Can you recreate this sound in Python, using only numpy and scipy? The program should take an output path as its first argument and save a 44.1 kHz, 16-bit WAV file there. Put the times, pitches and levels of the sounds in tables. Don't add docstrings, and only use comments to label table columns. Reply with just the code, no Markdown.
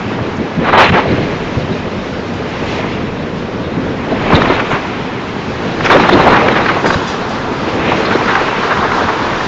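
import sys
import numpy as np
from scipy import signal
from scipy.fft import rfft, irfft, next_fast_len
from scipy.io import wavfile
from scipy.ndimage import uniform_filter1d, map_coordinates

SR = 44100
rng = np.random.default_rng(int(sys.argv[2]) if len(sys.argv) > 2 else 0)


def generate_wav(sig):
    pcm = np.round(np.clip(np.atleast_2d(sig).T, -1, 1) * 32767).astype(np.int16)
    wavfile.write(sys.argv[1], SR, pcm)


def attenuation_scalar(level_db):
    decades = np.asarray(level_db, float) / 20
    return 10 ** decades


N = 417627

# time_s, strength_db, small_eddies_share_db, finest_eddies_share_db
WIND_STRENGTH = [(0.0, -20, -4, -10), (0.45, -21, -4.5, -12), (0.55, -20.5, -4.5, -10.5),
                 (0.58, -17, -8, -14.5), (0.69, -10.5, -1.5, -6), (0.81, -2.5, -1, -4), (0.89, -12, -2, -1),
                 (0.97, -7, -3, -9), (1.05, -17, -4.5, -9.5), (1.13, -9, -9, -13), (1.16, -14, -6.5, -9.5),
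                 (1.37, -19, -5, -10), (2.24, -22, -5, -12.5), (2.8, -18.5, -4, -6.5),
                 (3.08, -20, -6.5, -12), (3.35, -23, -5, -12), (3.88, -18.5, -6.5, -14.5),
                 (4.06, -22.5, -3, -8), (4.11, -14, -6, -14.5), (4.19, -17.5, -4, -7.5),
                 (4.33, -8.5, -4, -8), (4.61, -13, -3, -6.5), (4.64, -17, -3, -7), (4.75, -12, -2, -7.5),
                 (4.8, -20, -3, -7.5), (5.41, -22, -4, -10), (5.83, -15.5, -5, -12),
                 (5.85, -10.5, -1.5, -3.5), (5.96, -4, -4, -10.5), (6.04, -10, -3, -6.5),
                 (6.14, -5, -5, -13.5), (6.22, -6, -3.5, -8), (6.72, -13, -2, -9), (6.83, -16, -2, -8.5),
                 (6.86, -10, -3.5, -13), (7.02, -18, -2, -13), (7.59, -18, -3, -12), (7.86, -12.5, -4, -8),
                 (7.91, -10.5, -4, -3.5), (7.97, -13, -4, -9.5), (8.41, -11.5, -1, -9),
                 (8.49, -15.5, -2, -5.5), (8.86, -12, -1, -14.5), (9.47, -16, -2, -9)]
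# middle_s, depth_db, length_s
SMALL_EDDY_LULLS = [(0.715, -9, .018), (0.769, -5, .012), (0.913, -11.5, .018), (4.637, -2.5, .025),
                    (4.69, -5, .03), (5.887, -6.5, .025), (6.104, -5, .015), (6.546, -4, .025),
                    (6.826, -4, .025), (8.259, -4, .025)]
# frequency_hz, density_db (per Hz)
BUFFET_SPECTRUM = [(15, -26.5), (25, -8), (50, -16.5), (85, -3.5), (130, -3), (200, -0.5), (280, -4.5),
                   (500, -44.5), (900, -120)]
# frequency_hz, density_db (per Hz)
ROAR_SPECTRUM = [(60, -120), (130, -27.5), (230, -5), (330, -1), (450, -0.5), (600, -7), (900, -35),
                 (2500, -120)]
# frequency_hz, density_db (per Hz)
RUSH_SPECTRUM = [(200, -120), (400, -13), (650, -4.5), (1000, -2), (1700, -3.5), (2300, -15.5), (3500, -50),
                 (8000, -120)]
# frequency_hz, density_db (per Hz)
FIZZ_SPECTRUM = [(700, -120), (1500, -9.5), (2000, 2), (2600, -0.5), (3200, -7), (4200, -22), (8000, -120)]
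# time_s, top_octave_level_db
ROLLING_LEVEL = [(0.0, -42.5), (0.55, -44.5), (0.81, -47), (1.03, -41), (2.5, -42.5), (2.72, -36.5),
                 (3.08, -44), (3.85, -45), (4.43, -39), (5.19, -42), (5.8, -39), (5.85, -34), (5.88, -34),
                 (6.72, -38.5), (6.91, -34.5), (7.49, -40), (7.99, -35.5), (9.47, -34.5)]
# frequency_hz, density_db (per Hz)
ROLLING_SPECTRUM = [(1200, -120), (2500, -3), (3400, -2.5), (4300, -6), (5500, -9), (7000, -15),
                    (9000, -18.5), (16000, -120)]
# middle_s, level_db, centre_hz, length_s
LOUD_EDDIES = [(.07, -19, 151, 0.031), (.214, -15, 154, 0.031), (.404, -16, 168, 0.05),
               (.586, -11.5, 218, 0.026), (.663, -17.5, 1010, 0.043), (.692, -11.5, 1070, 0.012),
               (.737, -7.5, 980, 0.012), (.81, -6.5, 783, 0.091), (.83, -18.5, 2000, .075),
               (.896, -12.5, 1320, .014), (.922, -11.5, 132, 0.067), (.953, -12, 1296, 0.032),
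               (.985, -9, 900, 0.039), (.99, -21, 1930, 0.048), (1.133, -21, 250, 0.039),
               (1.413, -21.5, 113, 0.031), (1.58, -10.5, 126, 0.033), (1.721, -14, 161, .035),
               (2.957, -12.5, 116, 0.015), (3.786, -13.5, 186, 0.041), (4.132, -16.5, 407, 0.049),
               (4.307, -7.5, 770, 0.0037), (4.332, -8.5, 952, 0.026), (4.345, -5, 134, 0.032),
               (4.373, -12.5, 916, 0.0099), (4.421, -4, 1030, 0.0044), (4.459, -7, 1140, 0.0051),
               (4.505, -5, 312, 0.011), (4.508, -11.5, 1316, .018), (4.536, -14.5, 1600, .012),
               (4.602, -11.5, 1420, 0.015), (4.735, -16.5, 1400, 0.055), (4.74, -15, 140, 0.024),
               (5.809, -11, 1050, 0.0067), (5.863, -8, 1650, 0.004), (5.926, -7.5, 1073, .057),
               (5.958, -6, 473, 0.041), (5.967, -10, 1130, 0.029), (6.001, -5, 1160, .009),
               (6.05, -11.5, 960, 0.033), (6.093, -6, 820, .014), (6.148, -7.5, 306, 0.036),
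               (6.2, -6, 835, 0.02), (6.277, -4.5, 812, 0.026), (6.345, -7.5, 1103, .05),
               (6.37, -12, 1445, 0.025), (6.45, -13, 450, 0.031), (6.486, -6.5, 1320, 0.0081),
               (6.51, -15, 413, .03), (6.572, -14.5, 1635, 0.041), (6.662, -11, 1080, 0.0068),
               (6.695, -11, 1440, 0.022), (6.845, -9.5, 955, .008), (6.853, -12.5, 366, 0.029),
               (6.865, -11.5, 1210, 0.019), (6.907, -6.5, 1157, 0.0086), (6.945, -8.5, 1003, 0.0085),
               (6.965, -12.5, 118, 0.025), (7.93, -14, 504, 0.027), (8.053, -13.5, 846, .0071),
               (8.121, -12.5, 1120, 0.038), (8.158, -7.5, 373, 0.016), (8.16, -13, 1145, .01),
               (8.216, -13, 943, 0.017), (8.284, -11, 1280, 0.014), (8.305, -12.5, 1270, .04),
               (8.356, -6, 1345, 0.0062), (8.42, -12, 490, .014), (8.636, -10, 1095, 0.0073),
               (8.722, -11, 1080, 0.036), (8.776, -14.5, 1190, 0.013), (8.845, -15, 900, .046),
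               (8.921, -9, 1200, 0.0069), (8.987, -16, 890, .05), (9.09, -11, 930, 0.02),
               (9.315, -19, 787, 0.047)]
# middle_s, level_db, centre_hz, length_s
BRIGHT_TICKS = [(.372, -38.5, 5940, 0.011), (4.72, -39, 6550, 0.049), (5.858, -24, 5300, 0.019),
                (6.70, -34, 4150, 0.12), (8.06, -26.5, 4220, 0.022)]
# start_s, rms_db
GRILLE_WHISTLES = [(.783, -25), (.836, -17.5), (.877, -25.5), (4.3385, -16.5), (4.4, -26), (4.4812, -26),
                   (5.91, -18.5), (6.002, -24), (6.123, -21), (6.499, -30.5), (6.926, -31), (8.056, -27)]
# frequency_hz, density_db (per Hz)
GRILLE_SPECTRUM = [(1500, -120), (2900, -13), (3700, 2), (4200, -2), (4600, -23), (7000, -120)]
# start_s, peak_db
WHEEL_CLANKS = [(2.3296, -23.5), (6.8565, -9.5), (6.925, -13), (7.0694, -11), (7.285, -17.5),
                (7.511, -23.5), (7.749, -31), (7.85, -30.5)]
# frequency_hz, relative_level_db, t60_s
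WHEEL_MODES = [(3460, -1, .2), (3880, -3, .2), (4880, 0, .3), (5730, -5, .25), (6050, -10, .15),
               (6340, -8, .2), (7250, -8, .2)]
# frequency_hz, gain_db
TAPE_RESPONSE = [(20, 2.5), (5000, -0.5), (7000, -3), (7700, -14.5), (8300, -24.5), (9000, -88),
                 (22000, -120)]

REST_DB = -25


def unit(x):
    return x / np.sqrt(np.mean(x ** 2) + 1e-20)


def along(points, hz):
    f, v = np.transpose(points)
    return np.interp(np.log(hz + 1), np.log(f + 1), v)


def curves(rows):
    s, *cols = np.transpose(rows)
    return [np.interp(np.arange(N) / SR, s, c) for c in cols]


def wobble(rate):
    knots = rng.standard_normal(int(N * rate / SR) + 4)
    return map_coordinates(knots, [np.arange(N) * rate / SR])


def running_rms(x, seconds):
    power = uniform_filter1d(x ** 2, max(int(seconds * SR), 1))
    return np.sqrt(np.abs(power) + 1e-12)


def coloured(x, spectrum):
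    m = next_fast_len(N + 8192)
    gain = attenuation_scalar(along(spectrum, np.fft.rfftfreq(m, 1 / SR)))
    return irfft(rfft(x, m) * gain, m)[:N]


def turbulence(spectrum, patchy_db, centre_hz=None, hump_db=0, octaves=.5):
    hz, t, z = signal.stft(rng.standard_normal(N), SR, nperseg=512)
    field = uniform_filter1d(rng.standard_normal(z.shape), size=5, axis=0)
    field = uniform_filter1d(field, size=5, axis=1)
    gain_db = patchy_db * unit(field)
    if centre_hz is not None:
        centre = centre_hz[np.minimum((t * SR).astype(int), N - 1)]
        away = np.log2((hz[:, None] + 1) / centre)
        gain_db = gain_db + hump_db * np.exp(-.5 * (away / octaves) ** 2)
    patchy = signal.istft(z * attenuation_scalar(gain_db), SR, nperseg=512)[1][:N]
    x = coloured(patchy, spectrum)
    return x / running_rms(x, 0.19)


def buffet(roar_db, small_db):
    at_rest_db, grows, sinks = -27.5, 0.63, 0.6
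    level_db = at_rest_db + grows * (roar_db - REST_DB) - sinks * small_db
    return attenuation_scalar(level_db + 1.8 * wobble(16)) * turbulence(BUFFET_SPECTRUM, patchy_db=0.2)


def roar(roar_db, flutter):
    level_db = roar_db + 1.32 * flutter + 0.53 * wobble(14)
    return attenuation_scalar(level_db) * turbulence(ROAR_SPECTRUM, patchy_db=0.7)


def rush(rush_db, gusty, flutter, centre_hz):
    level_db = rush_db + gusty * (0.3 * flutter + 0.82 * wobble(14))
    return attenuation_scalar(level_db) * turbulence(RUSH_SPECTRUM, patchy_db=0.5, centre_hz=centre_hz,
                                      hump_db=6.0, octaves=0.67)


def fizz(fizz_db, gusty, flutter):
    level_db = fizz_db + gusty * (0.58 * flutter + 0.73 * wobble(14))
    return attenuation_scalar(level_db) * turbulence(FIZZ_SPECTRUM, patchy_db=1.1)


def rolling():
    top_octave_db, = curves(ROLLING_LEVEL)
    whole_db = top_octave_db + 6
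    return attenuation_scalar(whole_db + 0.91 * wobble(15)) * turbulence(ROLLING_SPECTRUM, patchy_db=1.0)


def eddies(rows, below, above):
    out = np.zeros(N + SR)
    n = SR // 8
    hz, t = np.fft.rfftfreq(n, 1 / SR), (np.arange(n) - n // 2) / SR
    for (s, db, centre, length), white in zip(rows, rng.standard_normal((len(rows), n))):
        away = np.log((hz + 1) / centre)
        skirt = np.exp(-.5 * (away / np.where(away < 0, below, above)) ** 2)
        band = irfft(rfft(white) * skirt, n)
        band /= running_rms(band, 3.4 / centre)
        band = unit(irfft(rfft(band) * np.sqrt(skirt), n))
        shape = np.exp(-np.abs(2.16 * t / length) ** np.where(t < 0, 6, 2.5))
        out[round(s * SR):][:n] += attenuation_scalar(db) * band * shape
    return out[n // 2:][:N]


def lesser_eddies(rush_db, centre_hz, count):
    over_rush_db, scatter_db = 0.9, 3.7
    typical_s, pitch_spread, length_spread = .011, 0.29, 0.2
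    place, size, pitch, life = rng.standard_normal((count, 4)).T
    shed = np.cumsum(attenuation_scalar(rush_db))
    due = (np.arange(count) + .5 + .5 * np.tanh(place)) / count
    at = np.minimum(np.searchsorted(shed / shed[-1], due), N - 1)
    level_db = rush_db[at] + over_rush_db + scatter_db * size
    pitch_hz = centre_hz[at] * np.exp(pitch_spread * pitch)
    return np.transpose([at / SR, level_db, pitch_hz, typical_s * np.exp(length_spread * life)])


def grille(strength_db):
    t = np.arange(N) / SR
    rise_s, at_rest_db, grows = 0.014, -51, 1.08
    blow = sum(attenuation_scalar(db) * np.exp(-((t - s - rise_s) / rise_s) ** 2) for s, db in GRILLE_WHISTLES)
    unsteady_db = at_rest_db + grows * (strength_db - REST_DB) + 2.6 * wobble(30)
    return (blow + attenuation_scalar(unsteady_db)) * turbulence(GRILLE_SPECTRUM, patchy_db=4)


def wind():
    strength_db, small_db, finest_db = curves(WIND_STRENGTH)
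    steady_db = REST_DB + .85 * (strength_db - REST_DB)
    t = np.arange(N) / SR
    lull_db = sum(db * np.exp(-(2 * (t - s) / length) ** 4) for s, db, length in SMALL_EDDY_LULLS)
    small_db = np.minimum(small_db, -.4)
    rush_db = steady_db + small_db - 0.11 + lull_db
    large_db = 10 * np.log10(1 - attenuation_scalar(2 * small_db))
    roar_db = steady_db + large_db - 0.85
    fizz_db = REST_DB + 0.79 * (strength_db - REST_DB) + finest_db + 0.3 + lull_db
    centre_hz = 1190 * 2 ** (0.21 * small_db + 0.04 * wobble(13))
    flutter = wobble(35)
    gusty = np.clip((rush_db + 29.0) / 15, 0, 1)
    steady = buffet(roar_db, small_db) + roar(roar_db, flutter)
    steady = steady + rush(rush_db, gusty, flutter, centre_hz) + fizz(fizz_db, gusty, flutter)
    loud = eddies(LOUD_EDDIES, below=.56, above=.55)
    lesser = eddies(lesser_eddies(rush_db, centre_hz, count=90), below=0.44, above=0.39)
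    ticks = eddies(BRIGHT_TICKS, below=.1, above=.18)
    return steady + loud + lesser + ticks + grille(strength_db)


def clanks():
    out, t = np.zeros(N + SR), np.arange(SR // 3) / SR
    for s, db in WHEEL_CLANKS:
        mode_db = rng.normal(0, 2.5, len(WHEEL_MODES))
        wander = np.cumsum(rng.normal(0, .07, (len(WHEEL_MODES), len(t))), axis=1)
        ring = sum(attenuation_scalar(level + more - 60 * t / t60) * np.sin(2 * np.pi * hz * t + phase)
                   for (hz, level, t60), more, phase in zip(WHEEL_MODES, mode_db, wander))
        scrape = 2.1 * attenuation_scalar(-60 * t / .25) * np.diff(rng.standard_normal(len(t) + 1))
        clank = (1 - np.exp(-t / 0.0073)) * (ring + scrape)
        out[round(s * SR):][:len(t)] += attenuation_scalar(db) * clank / np.abs(clank).max()
    return out[:N]


def train():
    return rolling() + clanks()


def scene():
    return (wind() + train())[None]


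def rising_ceiling(x):
    rest, knee = 1 / 3, 14
    heard = x - 0.43 * uniform_filter1d(x, size=60)
    lifted = 1.85 * running_rms(heard, .005)
    ceiling = (rest ** knee + lifted ** knee) ** (1 / knee)
    return x / (1 + np.abs(x / ceiling) ** knee) ** (1 / knee)


def playback_stage(x):
    return x / (1 + np.abs(x / 1.2) ** 4) ** (1 / 4)


def band_limit(x):
    return signal.sosfilt(signal.butter(12, 8250, fs=SR, output="sos"), x)


def record(dry):
    x = playback_stage(rising_ceiling(dry[0]))
    mix = np.clip(coloured(x, TAPE_RESPONSE), -1, 1)
    return band_limit(mix[None])


dry = scene()
out = record(dry)
generate_wav(out)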